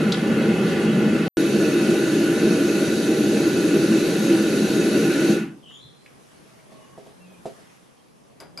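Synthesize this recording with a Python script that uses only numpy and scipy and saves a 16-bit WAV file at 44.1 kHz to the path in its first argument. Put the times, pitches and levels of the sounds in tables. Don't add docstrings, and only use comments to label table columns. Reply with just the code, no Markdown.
import sys
import numpy as np
from scipy import signal
from scipy.fft import rfft, irfft, next_fast_len
from scipy.io import wavfile
from scipy.ndimage import uniform_filter1d, map_coordinates

SR = 44100
rng = np.random.default_rng(int(sys.argv[2]) if len(sys.argv) > 2 else 0)


def transcribe(u):
    v = np.clip(np.atleast_2d(u).T, -1, 1)
    q = np.round(v * 32767).astype(np.int16)
    wavfile.write(sys.argv[1], SR, q)


N = 379260
T = np.arange(N) / SR
GRID_HZ = np.arange(0, SR / 2, 3.0)
SHUT_S, OUT_S = 5.326, 5.9

# start_s, end_s
GAP = (1.2805, 1.3705)
# pitch_hz, width_hz, before_gap_db, after_gap_db
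CHAMBER_MODES = [(85, 14, -25, -28), (137, 21, -12, -12.5), (168, 41, -3.5, -6.5), (214.7, 39.4, 1.5, -1),
                 (288.2, 29.4, -5.5, -1), (333.5, 44, -3.5, 2), (391, 84, -8.5, -5.5),
                 (462.7, 50, -10.5, -10), (543, 51, -14.5, -14), (618.6, 65, -19, -17)]
TUBE_MODES = [(791, 54, 0, -4), (978, 63, -8, -11), (1162, 77, -5, -11), (1395, 60, 3, -1),
              (1463, 42, 1, 0), (1543, 41, -1.5, -1.5), (1732, 59, -2, -4.5), (1950, 120, -6, -9),
              (2100, 56, -1, -9), (2317, 240, -12.5, -11.5), (2510, 42, -8.5, -10), (2583, 50, -1.5, -1.5),
              (2770, 61, -4, -5.5), (2957, 136, -8, -11), (3176, 70, -12.5, -13), (3324, 90, -9.5, -15.5)]
JET_MODES = [(3805, 470, 0.5, 0.5), (4400, 520, -0.5, -0.5), (5300, 500, -8, -8.5), (5960, 570, -6, -3.5),
             (6520, 55, -5, -1), (6687, 126, -0.5, 1.5), (7190, 220, -8, -9), (7840, 220, -9, -7.5),
             (8440, 120, -7, -6.5), (8730, 200, -13, -11.5), (9300, 500, -17, -17), (10000, 540, -7, -5.5),
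             (10970, 740, -9.5, -8), (11730, 350, -8, -6.5)]
# before_gap_db, after_gap_db, creep_db_per_s, loss_db, fade_exponent
FLAME_FADERS = [(-18.5, -18, 0, 10, 1.13), (-32, -33, 0, 7, 1.75), (-42.5, -36.5, 0.42, 15.5, 1.23)]
# centre_s, width_s, gain_db
FLAME_SWINGS = [
    [(.19, 0.046, -5), (5.31, .04, 2)],
    [(3.1, 0.36, -1.5)],
    [(.7, .04, 3), (.82, .04, 2.5)],
]
# frequency_hz, correlation
BURNER_IMAGE = [(60, 0.47), (130, 1), (500, 0.98), (1200, 0.99), (2600, 0.96), (5500, 0.94), (11700, 0.57)]
# frequency_hz, left_minus_right_db
BURNER_BALANCE = [(60, 0), (170, -2), (500, 1), (1420, 0.5), (4080, -1), (11700, 1.5)]
# time_s, traffic_db, leaves_db
AIR_FADERS = [(5.8, -51.5, -59), (5.99, -54, -60.5), (6.14, -53, -56.5), (6.83, -50, -56), (7.2, -51, -58),
              (7.6, -51.5, -53.5), (7.88, -54.5, -59), (8.09, -55, -61), (8.45, -52.5, -61.5),
              (8.6, -49, -60)]
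# frequency_hz, gain_db
TRAFFIC_EQ = [(15, -54), (25, -22), (101, -15), (133, -5), (368, -11), (419, -10), (551, -13), (897, -18.5),
              (1200, -21.5), (1560, -56), (2640, -120)]
LEAVES_EQ = [(470, -25), (800, -6), (906, -9), (1110, -7), (1940, -9.5), (2190, -10.5), (3120, -13),
             (4090, -16), (6080, -16), (7460, -19.5), (11000, -17), (12100, -21.5), (22000, -120)]
# frequency_hz, correlation
AIR_IMAGE = [(60, -0.41), (220, -0.12), (840, -0.26), (3140, 0.32), (11700, 0.29)]
# start_s, level_db, centre_hz, t60_s
TICKS = [(.121, -19, 4100, 0.051), (0.143, -30, 3500, 0.053), (.161, -46, 4500, .03),
         (.171, -36, 4000, 0.021), (5.708, -50, 1490, .06), (5.84, -38, 100, 0.11),
         (6.061, -41.5, 2300, 0.032), (6.077, -51, 2400, .03), (6.59, -55, 2000, 0.11)]
# frequency_hz, t60_s
YARD_DECAY = [(200, 0.26), (2000, 0.24), (10000, 0.22)]
# time_s, pitch_hz, level_db, roughness (0-1)
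SQUEALS = [
    [(5.625, 3220, -56.5, 0.3), (5.68, 2930, -48, .5), (5.72, 3024, -51, .8), (5.79, 3550, -51, .7),
     (5.83, 4060, -55, .2), (5.93, 4086, -66, 0.2), (6.07, 4100, -67, .1)],
    [(5.68, 3530, -62, .8), (5.76, 3400, -57, 0.58), (5.85, 3490, -55, 0.8), (5.99, 3530, -68, .9)],
]
# peak_gain_db, peak_s, width_s
SQUEAL_OCTAVES = [(-26, 5.75, .3), (-3.5, 5.74, 0.064)]
# start_s, level_db, scuff_gain_db, left_minus_right_db
STEPS = [(6.333, -49, -23, -1.0), (6.719, -42, -16, -3), (6.976, -31, -23, -1), (7.063, -37, -20, 0.0),
         (7.31, -44.5, -24, -3), (7.454, -20, -25.5, -1), (7.581, -43, -26, 4.0), (7.888, -56, -15, 2.5)]
# pitch_hz, gain_db, t60_s
SLAB_MODES = [(253, -2.5, 0.035), (408, 4, 0.034), (550, 2, 0.041), (672, 6, 0.028), (830, -10, 0.02),
              (1150, -13, 0.023)]
# start_s, end_s, start_hz, end_hz, level_db, flutter_hz, left_minus_right_db
WHISTLES = [(6.445, 6.92, 647, 623, -62.5, 59, 0), (6.704, 7.0, 1100, 1100, -61, 110, 0),
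            (6.77, 6.96, 2900, 2890, -69, 40, 0), (7.12, 7.423, 185, 180.4, -56.5, 18, -2),
            (7.2, 7.268, 2720, 2700, -64, 40, 2), (7.238, 7.413, 2570, 2430, -65, 270, 0),
            (7.97, 8.08, 3200, 3220, -75, 96, -6)]
# start_s, level_db, crack_gain_db, shell_gain_db, left_minus_right_db
CLINKS = [(8.4015, -35, -6.5, -3, 2.5), (8.575, -22, -18.5, -17, 2.5)]
# pitch_hz, gain_db, t60_s
TONG_MODES = [(1350, -8, .05), (2340, -7, .04), (4810, -7, .22), (4870, -5.5, 0.18), (4970, 2.5, .04),
              (9800, -21, .04)]

HIT_T = np.arange(SR // 2) / SR


def amp(db):
    return 10 ** (np.asarray(db) / 20)


def unit(x):
    return x / np.sqrt(np.mean(x ** 2) + 1e-20)


def along(points, hz):
    f, values = np.transpose(points)
    return np.interp(np.log(hz + 1), np.log(f + 1), values)


def automation(rows):
    times, *columns = np.transpose(rows)
    return [np.interp(T, times, column) for column in columns]


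def wobble(rate_hz, count=N):
    knots = rng.standard_normal(int(count * rate_hz / SR) + 4)
    return map_coordinates(knots, [T[:count] * rate_hz], order=2)


def filtered(x, response):
    size = next_fast_len(x.shape[-1] + 8192)
    return irfft(rfft(x, size) * response(np.fft.rfftfreq(size, 1 / SR)), size)[..., :x.shape[-1]]


def pan(db):
    return amp([[db / 2], [-db / 2]])


def add(into, start_s, sound):
    part = into[:, round(start_s * SR):][:, :sound.shape[1]]
    part += sound[:, :part.shape[1]]


def rush(gain, correlation, patchy_db, span_s=(0, N / SR)):
    first, last = (min(round(s * SR), N) for s in span_s)
    spectrum = signal.stft(rng.standard_normal((2, last - first)), nperseg=512)[2]
    patches = uniform_filter1d(rng.standard_normal(spectrum.shape[1:]), size=5, axis=0)
    patches = unit(uniform_filter1d(patches, size=12, axis=1))
    pair = signal.istft(spectrum * amp(patchy_db * patches), nperseg=512)[1][:, :last - first]
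    angle = lambda f: np.arccos(np.clip(correlation(f), -1, 1)) / 2
    mid, side = filtered(pair, lambda f: gain(f) * np.array([np.cos(angle(f)), np.sin(angle(f))]))
    return np.pad(unit(np.array([mid + side, mid - side])), ((0, 0), (first, N - last)))


def burst(db, t60_s, attack_s, centre_hz, q):
    bandpass = lambda f: 1 / (1 + (q * (f / centre_hz - centre_hz / (f + 1))) ** 2)
    noise = unit(filtered(rng.standard_normal(len(HIT_T)), bandpass))
    return amp(db - 60 * HIT_T / t60_s) * (1 - np.exp(-HIT_T / attack_s)) * noise


def ring(modes, attack_s):
    partials = sum(amp(db + rng.normal(0, 0.95) - 60 * HIT_T / t60_s) * np.sin(2 * np.pi * hz * HIT_T)
                   for hz, db, t60_s in modes)
    return partials * (1 - np.exp(-HIT_T / attack_s))


def mode_power(modes, column, skirt, widen=1):
    return sum(amp(2 * m[column]) / widen / (1 + (2 * (GRID_HZ - m[0]) / (widen * m[1])) ** 2) ** skirt
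               for m in modes)


def resonant_noise(modes, skirt, scatter_db, patchy_db):
    out = 0
    for column, span_s in ((2, (0, GAP[0])), (3, (GAP[0], OUT_S))):
        direct = mode_power(modes, column, skirt)
        total = direct + amp(2 * scatter_db) * mode_power(modes, column, skirt, widen=4.2)
        correlation = along(BURNER_IMAGE, GRID_HZ) * direct / total
        out = out + rush(lambda f: np.interp(f, GRID_HZ, np.sqrt(total)),
                         lambda f: np.interp(f, GRID_HZ, correlation), patchy_db, span_s)
    return out


def flame_levels():
    closing = np.clip(T - SHUT_S, 0, None) * 10
    for (before_db, after_db, creep, loss_db, exponent), swings in zip(FLAME_FADERS, FLAME_SWINGS):
        burn_db = np.where(T < GAP[1], before_db, after_db + creep * (T - GAP[1]))
        swing_db = sum(db * np.exp(-((T - s) / width_s) ** 2) for s, width_s, db in swings)
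        yield burn_db - loss_db * closing ** exponent + swing_db


def early_reflections(x, count, db):
    impulse = np.zeros((2, SR // 20))
    impulse[:, 0] = 1
    delays = (rng.uniform(0.001996, .018, (2, count)) * SR).astype(int)
    np.put_along_axis(impulse, delays, amp(db) * rng.standard_normal((2, count)), axis=1)
    return signal.oaconvolve(x, impulse, axes=1)[:, :N]


def burner():
    chamber_db, tube_db, jet_db = flame_levels()
    roar = resonant_noise(CHAMBER_MODES, skirt=1.86, scatter_db=-19.5, patchy_db=.5)
    roar = filtered(roar, lambda f: 1 / (1 + (70 / (f + 1)) ** 2.8))
    dull = filtered(roar, lambda f: 2.2 / (1 + (f / 300) ** 5.1))
    starved = np.clip((-21.0 - chamber_db) / 14, 0, 1) * (T > SHUT_S)
    roar = (1 - starved) * roar + starved * dull
    roar *= amp(chamber_db + 0.63 * wobble(60) + 0.42 * wobble(9))
    tube_gain = amp(tube_db + 0.55 * wobble(7.6))
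    tube = tube_gain * resonant_noise(TUBE_MODES, skirt=1.27, scatter_db=-6.5, patchy_db=0.9)
    jet_gain = amp(jet_db + 0.25 * wobble(11))
    jet = jet_gain * resonant_noise(JET_MODES, skirt=1.47, scatter_db=-4.0, patchy_db=1.27)
    flutter = rush(lambda f: 1 / (1 + (f / 80) ** 3.5), np.zeros_like, patchy_db=1.0, span_s=(0, OUT_S))
    flutter *= amp(chamber_db - 38.5)
    highs = filtered(tube + jet, lambda f: amp(along(BURNER_BALANCE, f) * np.array([[.5], [-.5]])))
    return roar + early_reflections(highs, count=12, db=-19.0) + flutter


def yard_air():
    traffic_db, leaves_db = automation(AIR_FADERS)
    image = lambda f: along(AIR_IMAGE, f)
    traffic = rush(lambda f: amp(along(TRAFFIC_EQ, f)), image, patchy_db=1.0)
    leaves = rush(lambda f: amp(along(LEAVES_EQ, f)), image, patchy_db=1.5)
    return amp(traffic_db + 0.53 * wobble(8)) * traffic + amp(leaves_db + 0.33 * wobble(9.6)) * leaves


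def ticks():
    out = np.zeros((2, N))
    for start_s, db, hz, t60_s in TICKS:
        add(out, start_s, burst(db, t60_s, attack_s=1 / hz, centre_hz=hz, q=2.24) * pan(0))
    return out


def yard_reverb(x):
    hz, t, spectrum = signal.stft(rng.standard_normal((2, SR // 2)), SR, nperseg=256)
    tail = signal.istft(spectrum * amp(-60 * t / along(YARD_DECAY, hz)[:, None]), SR, nperseg=256)[1]
    predelayed = np.pad(x, ((0, 0), (300, 0)))
    return signal.fftconvolve(predelayed, tail / np.linalg.norm(tail[0]), axes=1)[:, :N]


def distant_squeal():
    out = np.zeros((2, N))
    for rows, (peak_db, peak_s, width_s) in zip(SQUEALS, SQUEAL_OCTAVES):
        start_s, end_s = rows[0][0], rows[-1][0]
        on = (T > start_s) & (T < end_s)
        hz, db, rough = (curve[on] for curve in automation(rows))
        n = len(hz)
        octave_db = peak_db - 10 * ((T[on] - peak_s) / width_s) ** 2
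        phase = 2 * np.pi * np.cumsum(hz * (1 + 0.012 * rough * wobble(149, n))) / SR
        rasp = np.sqrt(1 - rough) * amp(2.0 * wobble(49, n)) + np.sqrt(rough) * wobble(600, n)
        tone = rasp * np.sin(phase) + amp(octave_db) * wobble(300, n) * np.sin(2 * phase)
        add(out, start_s, amp(db) * signal.windows.tukey(n, .04) * np.sqrt(2) * tone * pan(1.9))
    return out


def boots():
    out = np.zeros((2, N))
    land_s, first_wait_s, wait_growth, tap_loss_db = .0015, .0063, 1.24, 4.5
    for start_s, db, scuff_db, side_db in STEPS:
        scuff = burst(db + scuff_db, t60_s=0.21, attack_s=0.0044, centre_hz=2300, q=0.35)
        add(out, start_s, scuff * pan(side_db))
        for tap in range(7):
            delay_s = land_s + first_wait_s * (wait_growth ** tap - 1) / (wait_growth - 1)
            knock = amp(db - tap_loss_db * tap) * ring(SLAB_MODES, attack_s=0.0025)
            add(out, start_s + delay_s, knock * pan(side_db))
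    return out


def whistles():
    out = np.zeros((2, N))
    for start_s, end_s, start_hz, end_hz, db, flutter_hz, side_db in WHISTLES:
        n = round((end_s - start_s) * SR)
        progress = np.linspace(0, 1, n)
        phase = 2 * np.pi * np.cumsum(start_hz + (end_hz - start_hz) * progress) / SR
        tone = (1.23 + wobble(flutter_hz, n)) * np.sin(phase) + wobble(flutter_hz, n) * np.cos(phase)
        swell = np.abs(np.sin(np.pi * progress)) ** 0.27
        add(out, start_s, amp(db) * swell * tone * pan(side_db))
    return out


def tong_clinks():
    out = np.zeros((2, N))
    for start_s, db, crack_db, shell_db, side_db in CLINKS:
        crack = burst(crack_db, t60_s=0.079, attack_s=.0006, centre_hz=5100, q=0.13)
        shell = burst(shell_db, t60_s=0.25, attack_s=0.012, centre_hz=440, q=0.41)
        tongs = amp(-9.5 + 3.7 * wobble(120, len(HIT_T))) * ring(TONG_MODES, attack_s=.0008)
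        add(out, start_s, amp(db) * (tongs + crack + shell) * pan(side_db))
    return out


def scene():
    hits = boots() + ticks() + tong_clinks()
    squeal = distant_squeal()
    send = amp(-7.5) * hits + amp(-2.0) * squeal
    return burner() + yard_air() + whistles() + hits + squeal + yard_reverb(send)


def record(dry):
    unmuted = (T < GAP[0]) | (T > GAP[1])
    return filtered(dry * unmuted, lambda hz: hz < 12040)


dry = scene()
out = record(dry)
transcribe(out)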